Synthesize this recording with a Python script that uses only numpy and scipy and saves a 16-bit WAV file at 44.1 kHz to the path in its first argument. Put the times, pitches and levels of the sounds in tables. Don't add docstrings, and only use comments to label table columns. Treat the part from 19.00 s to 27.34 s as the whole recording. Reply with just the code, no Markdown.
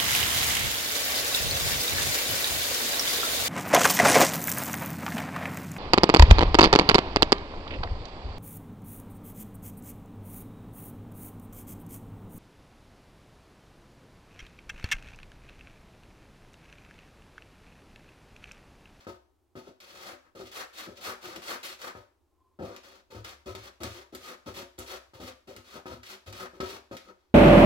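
import sys
import numpy as np
from scipy import signal
from scipy.fft import rfft, irfft
from scipy.io import wavfile

SR = 44100
rng = np.random.default_rng(int(sys.argv[2]) if len(sys.argv) > 2 else 0)


def master(y):
    cut = np.clip(np.atleast_2d(y).T, -1, 1)
    pcm = np.round(cut * 32767)
    wavfile.write(sys.argv[1], SR, pcm.astype(np.int16))


N = 367794
TIME = np.arange(N) / SR

# (frequency [Hz], level [dB])
AIR_SPECTRUM = [(30, -20), (75, -5.5), (160, -33.5), (360, -12.5), (480, -27), (900, -25.5), (1700, -39),
                (16000, -47)]
# (frequency [Hz], relative level [dB], t60 [s])
TUB_MODES = [(68.2, -9, 1), (82.8, -3.5, 0.21), (102.8, -1, 0.22), (199.8, -6.5, 0.24), (247.9, -5, 0.44),
             (265.3, -6, 0.33), (326.8, -2, 0.17), (367, 3, 0.26), (390.6, 0, 0.16), (505.8, 1.5, 0.16),
             (552.5, 0.5, 0.14), (600, -5, 0.32), (680.8, -6.5, 0.28), (760, -6, 0.14), (939, -4, 0.3),
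             (1080, -5, 0.15), (1256, 1, 0.1), (1493, -4.5, 0.064)]
# (time [s], relative knock level [dB], most excited frequency [Hz],
# relative floor flex [dB], relative hard contact [dB], relative crushed-grit level [dB])
LANDINGS = [(0.068, -39, 426, -7, 0, -57), (0.554, -41, 327, -25, -5, -58.5),
            (0.667, -46, 350, -20, -23, -71), (1.35, -46, 556, -8, -9, -57.5),
            (1.39, -43, 378, -9, -18, -60), (1.869, -42.5, 370, -9, -13, -62.5),
            (2.355, -42.5, 370, -17, -28, -62), (2.951, -45.5, 514, -4.5, 4.5, -62.5),
            (3.589, -34, 664, -9, -12, -66), (3.617, -36.5, 690, -29, -23, -78),
            (4.103, -54, 370, -10, -5, -58.5), (4.148, -44, 330, 5.5, -2, -58.5),
            (4.458, -39, 374, -1, -21, -51.5), (4.549, -44.5, 360, -0.5, 3, -65),
            (4.803, -39, 387, -2, -15, -52), (4.832, -40.5, 340, 1, -3.5, -52),
            (5.123, -42.5, 366, -9, -21, -58.5), (5.459, -40, 380, -0.5, -27, -51.5),
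            (5.779, -41.5, 370, 3, -36, -51.5), (6.135, -56, 340, 9.5, 5, -58.5),
            (6.199, -40.5, 250, -4, -10, -60.5), (6.472, -45, 388, -12, -18, -56.5),
            (6.55, -49.5, 297, 1.5, -15, -65), (6.757, -42.5, 687, -21, 1.5, -85),
            (6.857, -40, 690, -6, 2, -55), (6.903, -43, 250, 2, -3, -57), (7.26, -55, 323, 16, -8, -55),
            (7.534, -51.5, 400, -18, -4, -66.5), (7.602, -31.5, 397, -9, -0.5, -50.5),
            (7.912, -38, 432, -25, -3.5, -54.5)]
# (time [s], relative level [dB], relative brightness [dB])
CRACKS = [(0.8032, -40.5, -19), (2.361, -31, -17), (2.817, -33.5, -15), (3.7635, -35.5, -19.5),
          (4.2471, -29.5, -23), (4.5513, -31, -18.5), (4.834, -25, -15), (5.1497, -32, -13.5),
          (5.789, -39.5, -1.5), (6.564, -36.5, -16), (7.033, -38, -22), (7.3265, -35, -19),
          (7.605, -27, -42), (7.968, -33, -19)]
# (start [s], rise [s], fall [s], relative grit level at the crest [dB],
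# relative coarse rasp [dB], relative tub drumming [dB])
DRAGS = [(0, 0.0017, 0.053, -63, 2, -4), (0.63, 0.032, 0.043, -67.5, -6, 8),
         (0.801, 0.29, .055, -50.5, 3.5, -1.5), (1.234, 0.017, 0.043, -79, 11.5, 13),
         (1.449, 0.0072, 0.052, -56.5, -20, -4), (1.513, 0.06, 0.065, -43.5, 3.1, -13),
         (1.728, 0.062, 0.074, -47, 0, -8.5), (1.953, .02, 0.036, -55.5, -13, 0),
         (2.004, 0.057, 0.074, -42.5, 2.5, -3.5), (2.211, 0.025, 0.13, -48.5, 1, -1),
         (2.418, 0.073, 0.079, -42.5, 3, -4.5), (2.628, 0.0028, .11, -43.5, -5, -12.5),
         (2.787, 0.058, 0.06, -47.5, 4.5, -2.5), (3.62, 0.029, 0.13, -58.5, 1.5, 10),
         (3.828, 0.0067, 0.17, -59.5, -1.5, -2), (4.24, 0.0047, 0.098, -50.5, -1.5, -4),
         (4.58, 0.076, 0.042, -53, 1.5, -4), (4.898, 0.056, 0.073, -53, 0.5, -2.5),
         (5.206, 0.08, 0.056, -48, 1.5, -1), (5.538, 0.031, 0.069, -46, -4, -1.5),
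         (5.86, 0.038, 0.076, -45.5, -1, -4), (6.2, 0.071, 0.044, -49.5, -2.5, -2),
         (6.641, 0.1, 0.055, -52.5, 1.5, -3), (7.028, 0.07, 0.069, -49.5, -3, -5.5),
         (7.325, 0.079, 0.058, -47.5, 2, 2), (7.65, 0.046, 0.086, -49.5, -1, 2),
         (8.04, 0.046, 0.026, -63.5, 5, 10), (8.17, 0.019, .2, -83.5, 0.5, -6)]
# (coarse rasp [dB], fine hiss [dB], tub drumming [dB])
SKID_TONE_DB = (-1.5, -2, 3.5)
# (frequency [Hz], level [dB])
GRIT_SPECTRUM = [(150, -15.5), (500, 1), (850, -3.5), (1350, 1), (2100, 0.5), (3800, -1), (5200, -3),
                 (6500, -7), (7600, -8), (8400, -14), (12000, -12.5), (16000, -16)]
# (frequency [Hz], tilt toward the left [dB])
GRIT_TILT = [(1300, 4), (2200, -0.5), (4500, 2), (8000, -2.5), (15000, -2)]

AIR_DB = -73
WHINE_HZ, WHINE_T60_S = 1037, 0.03
WHINE_AT_S, WHINE_WIDTH_S, WHINE_DB = 3.47, 0.11, -74
FLEX_HZ, WALL_HZ = 150, 750
BITE_S, BITE_DB, SWELL_POWER, LIFT_DB, RELEASE_S = 0.00087, -10.5, 1.28, -9.5, 0.013
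MIDDLING_DB, HISS_DB_PER_DB = -46.5, 0.22
SKID_RISE_S, SKID_S, SKID_TOUCH_DB, SKID_LOAD = 0.021, 0.064, -4, 0.95
LEFT_LAG_S = 0.00023
CUTOFF_HZ = 16000


def from_db(db):
    return 10 ** (np.asarray(db) / 20)


def rms_one(x):
    return x / np.sqrt(np.mean(x ** 2) + 1e-20)


def cut(x, hz, kind, order=2):
    sos = signal.butter(order, min(hz, 0.45 * SR), kind, fs=SR, output="sos")
    return signal.sosfilt(sos, x + 1e-18)


def band(x, low_hz, high_hz, low_order=3, high_order=3):
    return cut(cut(x, low_hz, "high", low_order), high_hz, "low", high_order)


def colour(x, points, power=1):
    size = 4096
    hz, db = np.transpose(points)
    bins_hz = np.arange(size // 2 + 1) * SR / size
    bins_db = np.interp(np.log(bins_hz + 1), np.log(hz), db)
    cepstrum = irfft(power * np.log(from_db(bins_db)))[:size // 2]
    cepstrum[1:] *= 2
    impulse_response = irfft(np.exp(rfft(cepstrum, size)))
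    return signal.fftconvolve(x, impulse_response)[:N]


def drift(knots_per_s):
    knots = rng.standard_normal(4000)
    return np.interp(TIME * knots_per_s, np.arange(len(knots)), knots)


def ring(force, hz, t60_s):
    radius = np.exp(-np.log(1000) / (t60_s * SR))
    angle = 2 * np.pi * hz / SR
    poles = [1, -2 * radius * np.cos(angle), radius * radius]
    return signal.lfilter([0, np.sin(angle)], poles, force + 1e-18)


def grains(per_s, spread_db):
    sizes = from_db(spread_db * np.minimum(rng.exponential(1, N), 4))
    signs = rng.choice([-1, 1], N)
    hits = rng.random(N) < per_s / SR
    return rms_one(sizes * signs * hits / np.sqrt(per_s))


def brighten(x, db, corner_hz=7000):
    dull = cut(x, corner_hz, "low", order=3)
    return dull + from_db(db) * cut(x, corner_hz, "high", order=3)


def reflections(t60_s, low_hz, high_hz):
    t = TIME[:SR // 3]
    decay = np.exp(-np.log(1000) * t / t60_s) * (t > 0.001)
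    echoes = rng.standard_normal((2, len(t))) * decay
    echoes /= np.sqrt(np.sum(echoes ** 2, axis=1, keepdims=True))
    return band(echoes, low_hz, high_hz, high_order=1)


def space(x, lag_s, walls_db, room_db, direct_db):
    direct = np.array([np.interp(TIME - lag_s, TIME, x), x])
    walls = from_db(walls_db) * reflections(0.039, 716, 15000)
    room = from_db(room_db) * reflections(0.43, 460, 8800)
    echoed = signal.oaconvolve(x[None], walls + room, axes=1)[:, :N]
    return from_db(direct_db) * direct + echoed


def after(start_s, length_s):
    span = slice(max(round(start_s * SR), 0), round((start_s + length_s + 0.3) * SR))
    return span, np.maximum(TIME[span] - start_s, 0)


def room_air(side_db=-6):
    mid, side = [rms_one(colour(rng.standard_normal(N), AIR_SPECTRUM)) for _ in range(2)]
    return from_db(AIR_DB) * (mid + from_db(side_db) * side * np.array([[1], [-1]]))


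def squeak():
    once = ring(rng.standard_normal(N), WHINE_HZ, WHINE_T60_S)
    tone = rms_one(ring(once, WHINE_HZ, WHINE_T60_S))
    swell = np.exp(-((TIME - WHINE_AT_S) / WHINE_WIDTH_S) ** 2)
    return from_db(WHINE_DB) * swell * tone


def loaded_tub(bend=0.025):
    return [(hz * (1 + bend * rng.standard_normal()), db, t60_s) for hz, db, t60_s in TUB_MODES]


def landings():
    for s, db, favoured_hz, flex_db, hard_db, _ in LANDINGS:
        yield round(s * SR), db, favoured_hz, flex_db, hard_db


def pressure():
    for start_s, rise_s, fall_s, crest_db, coarse_db, drum_db in DRAGS:
        span, t = after(start_s, rise_s + fall_s)
        push = np.clip(t / rise_s, 0, 1) ** SWELL_POWER
        ease = np.clip((t - rise_s) / fall_s, 0, 1) ** 2
        release = np.exp(-np.maximum(t - rise_s - fall_s, 0) / RELEASE_S)
        touch = np.minimum(t / BITE_S, 1) * release
        grit_db = crest_db + BITE_DB * (1 - push) + LIFT_DB * ease
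        fine_db = HISS_DB_PER_DB * (grit_db - MIDDLING_DB)
        yield span, touch * from_db(grit_db), push ** 2 + ease, (coarse_db, fine_db, drum_db)
    for start_s, *_, grit_db in LANDINGS:
        span, t = after(start_s, SKID_S)
        press = from_db(SKID_TOUCH_DB * np.maximum(1 - t / SKID_RISE_S, 0))
        touch = np.minimum(t / BITE_S, 1) * press
        gain = touch * from_db(grit_db) * np.exp(-(t / SKID_S) ** 2)
        yield span, gain, SKID_LOAD, SKID_TONE_DB


def drumming(flex_db=-9, wall_db=-1, uneven_db=2.0, loading_db=2.5, damping=0.65):
    out, contacts = np.zeros(N), grains(1200, spread_db=2.0)
    for span, gain, load, (_, _, drum_db) in pressure():
        load_db = loading_db * (np.minimum(load, 1) - 1)
        force = gain * from_db(drum_db + load_db) * contacts[span]
        for k, (hz, mode_db, t60_s) in enumerate(loaded_tub()):
            weight_db = flex_db if hz < FLEX_HZ else wall_db if hz > WALL_HZ else 0
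            level_db = mode_db + weight_db + rng.normal(0, uneven_db)
            mode = ring(force, hz, damping * t60_s) / np.sqrt(t60_s * SR)
            out[span] += (-1) ** k * from_db(level_db) * mode
    return from_db(11) * out


def clacks(decay_s=0.026, low_hz=450, high_hz=1400, hardness=0.99):
    force, contacts = np.zeros(N + SR), grains(2500, spread_db=1.0)
    t = TIME[:SR // 4]
    for at, db, _, _, hard_db in landings():
        burst = np.roll(contacts, -at)[:len(t)] * np.exp(-t / decay_s)
        force[at:at + len(t)] += from_db(db + hardness * hard_db) * burst
    return from_db(5.5) * band(force[:N], low_hz, high_hz)


def knocks(judder_s=0.013, flex_s=0.017, tap_db=19, focus_db=5, focus_octaves=0.27, damping=0.67):
    out, judder = np.zeros(N + SR), grains(2500, spread_db=2.5)
    t = TIME[:SR // 2]
    for at, db, favoured_hz, flex_db, hard_db in landings():
        contacts = np.roll(judder, -at)[:len(t)]
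        quick, slow = [contacts * t / rise_s * np.exp(-t / rise_s) for rise_s in (judder_s, flex_s)]
        quick[0] += from_db(tap_db + hard_db)
        for hz, mode_db, t60_s in loaded_tub():
            weight_db = flex_db + 6.5 if hz < FLEX_HZ else hard_db + 1.0 if hz > WALL_HZ else 0
            weight_db += focus_db * np.exp(-(np.log2(hz / favoured_hz) / focus_octaves) ** 2)
            if hz < FLEX_HZ:
                mode = ring(slow, hz, t60_s)
            else:
                mode = ring(quick, hz, damping * t60_s)
            out[at:at + len(t)] += from_db(db + mode_db + weight_db) * mode / np.abs(mode).max()
    return from_db(-8.0) * out[:N]


def cracks(crumble_s=0.011, crumble_db=-24):
    force, spray = np.zeros(N), grains(5000, spread_db=1.0)
    t = TIME[:SR // 10]
    for s, db, bright_db in CRACKS:
        at = round(s * SR)
        snap = from_db(crumble_db) * spray[at:at + len(t)] * np.exp(-t / crumble_s)
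        snap[0] += 1
        force[at:at + len(t)] += from_db(db) * brighten(snap, bright_db + 18.5)
    return from_db(18.0) * colour(force, GRIT_SPECTRUM)


def scrape(slip_db, loading_db=5.5, coarse_hz=1800, fine_hz=7500):
    crunch = colour(grains(1700, spread_db=2.5) * from_db(slip_db), GRIT_SPECTRUM)
    coarse = cut(crunch, coarse_hz, "low", order=3) * from_db(2.25 * drift(45))
    middle = band(crunch, coarse_hz, fine_hz) * from_db(0.3 * drift(35))
    fine = cut(crunch, fine_hz, "high", order=3)
    out = np.zeros(N)
    for span, gain, load, (coarse_db, fine_db, _) in pressure():
        dull_db = loading_db * (load - 1)
        rasp = from_db(coarse_db + 1.5 + dull_db) * coarse[span]
        hiss = from_db(fine_db - 0.17 * dull_db) * fine[span]
        out[span] += gain * (rasp + middle[span] + hiss)
    return from_db(11.5) * out


def scene(count=4, tub_left_db=3.0):
    tub = knocks() + clacks() + drumming()
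    tub = cut(tub, 74.0, "high", order=4)
    tub = space(tub, LEFT_LAG_S, walls_db=-5.5, room_db=-7.0, direct_db=-1.0)
    tub *= from_db(tub_left_db * np.array([[0.5], [-0.5]]))

    slip_db = 1.77 * drift(110)
    lags_s = LEFT_LAG_S * np.linspace(0.85, 1.15, count)
    parts = [space(scrape(slip_db), lag_s, walls_db=0.0, room_db=-6.0, direct_db=-5.0) for lag_s in lags_s]
    grit = sum(parts) / np.sqrt(count)
    grit += space(cracks(), LEFT_LAG_S, walls_db=-2.0, room_db=-0.5, direct_db=-1.5)
    left = colour(grit[0], GRIT_TILT, power=0.42)
    right = colour(grit[1], GRIT_TILT, power=-0.85)
    return room_air() + squeak() + tub + np.array([left, right])


def record(dry):
    return signal.sosfilt(signal.ellip(12, 0.1, 80, CUTOFF_HZ, fs=SR, output="sos"), dry)


dry = scene()
out = record(dry)
master(out)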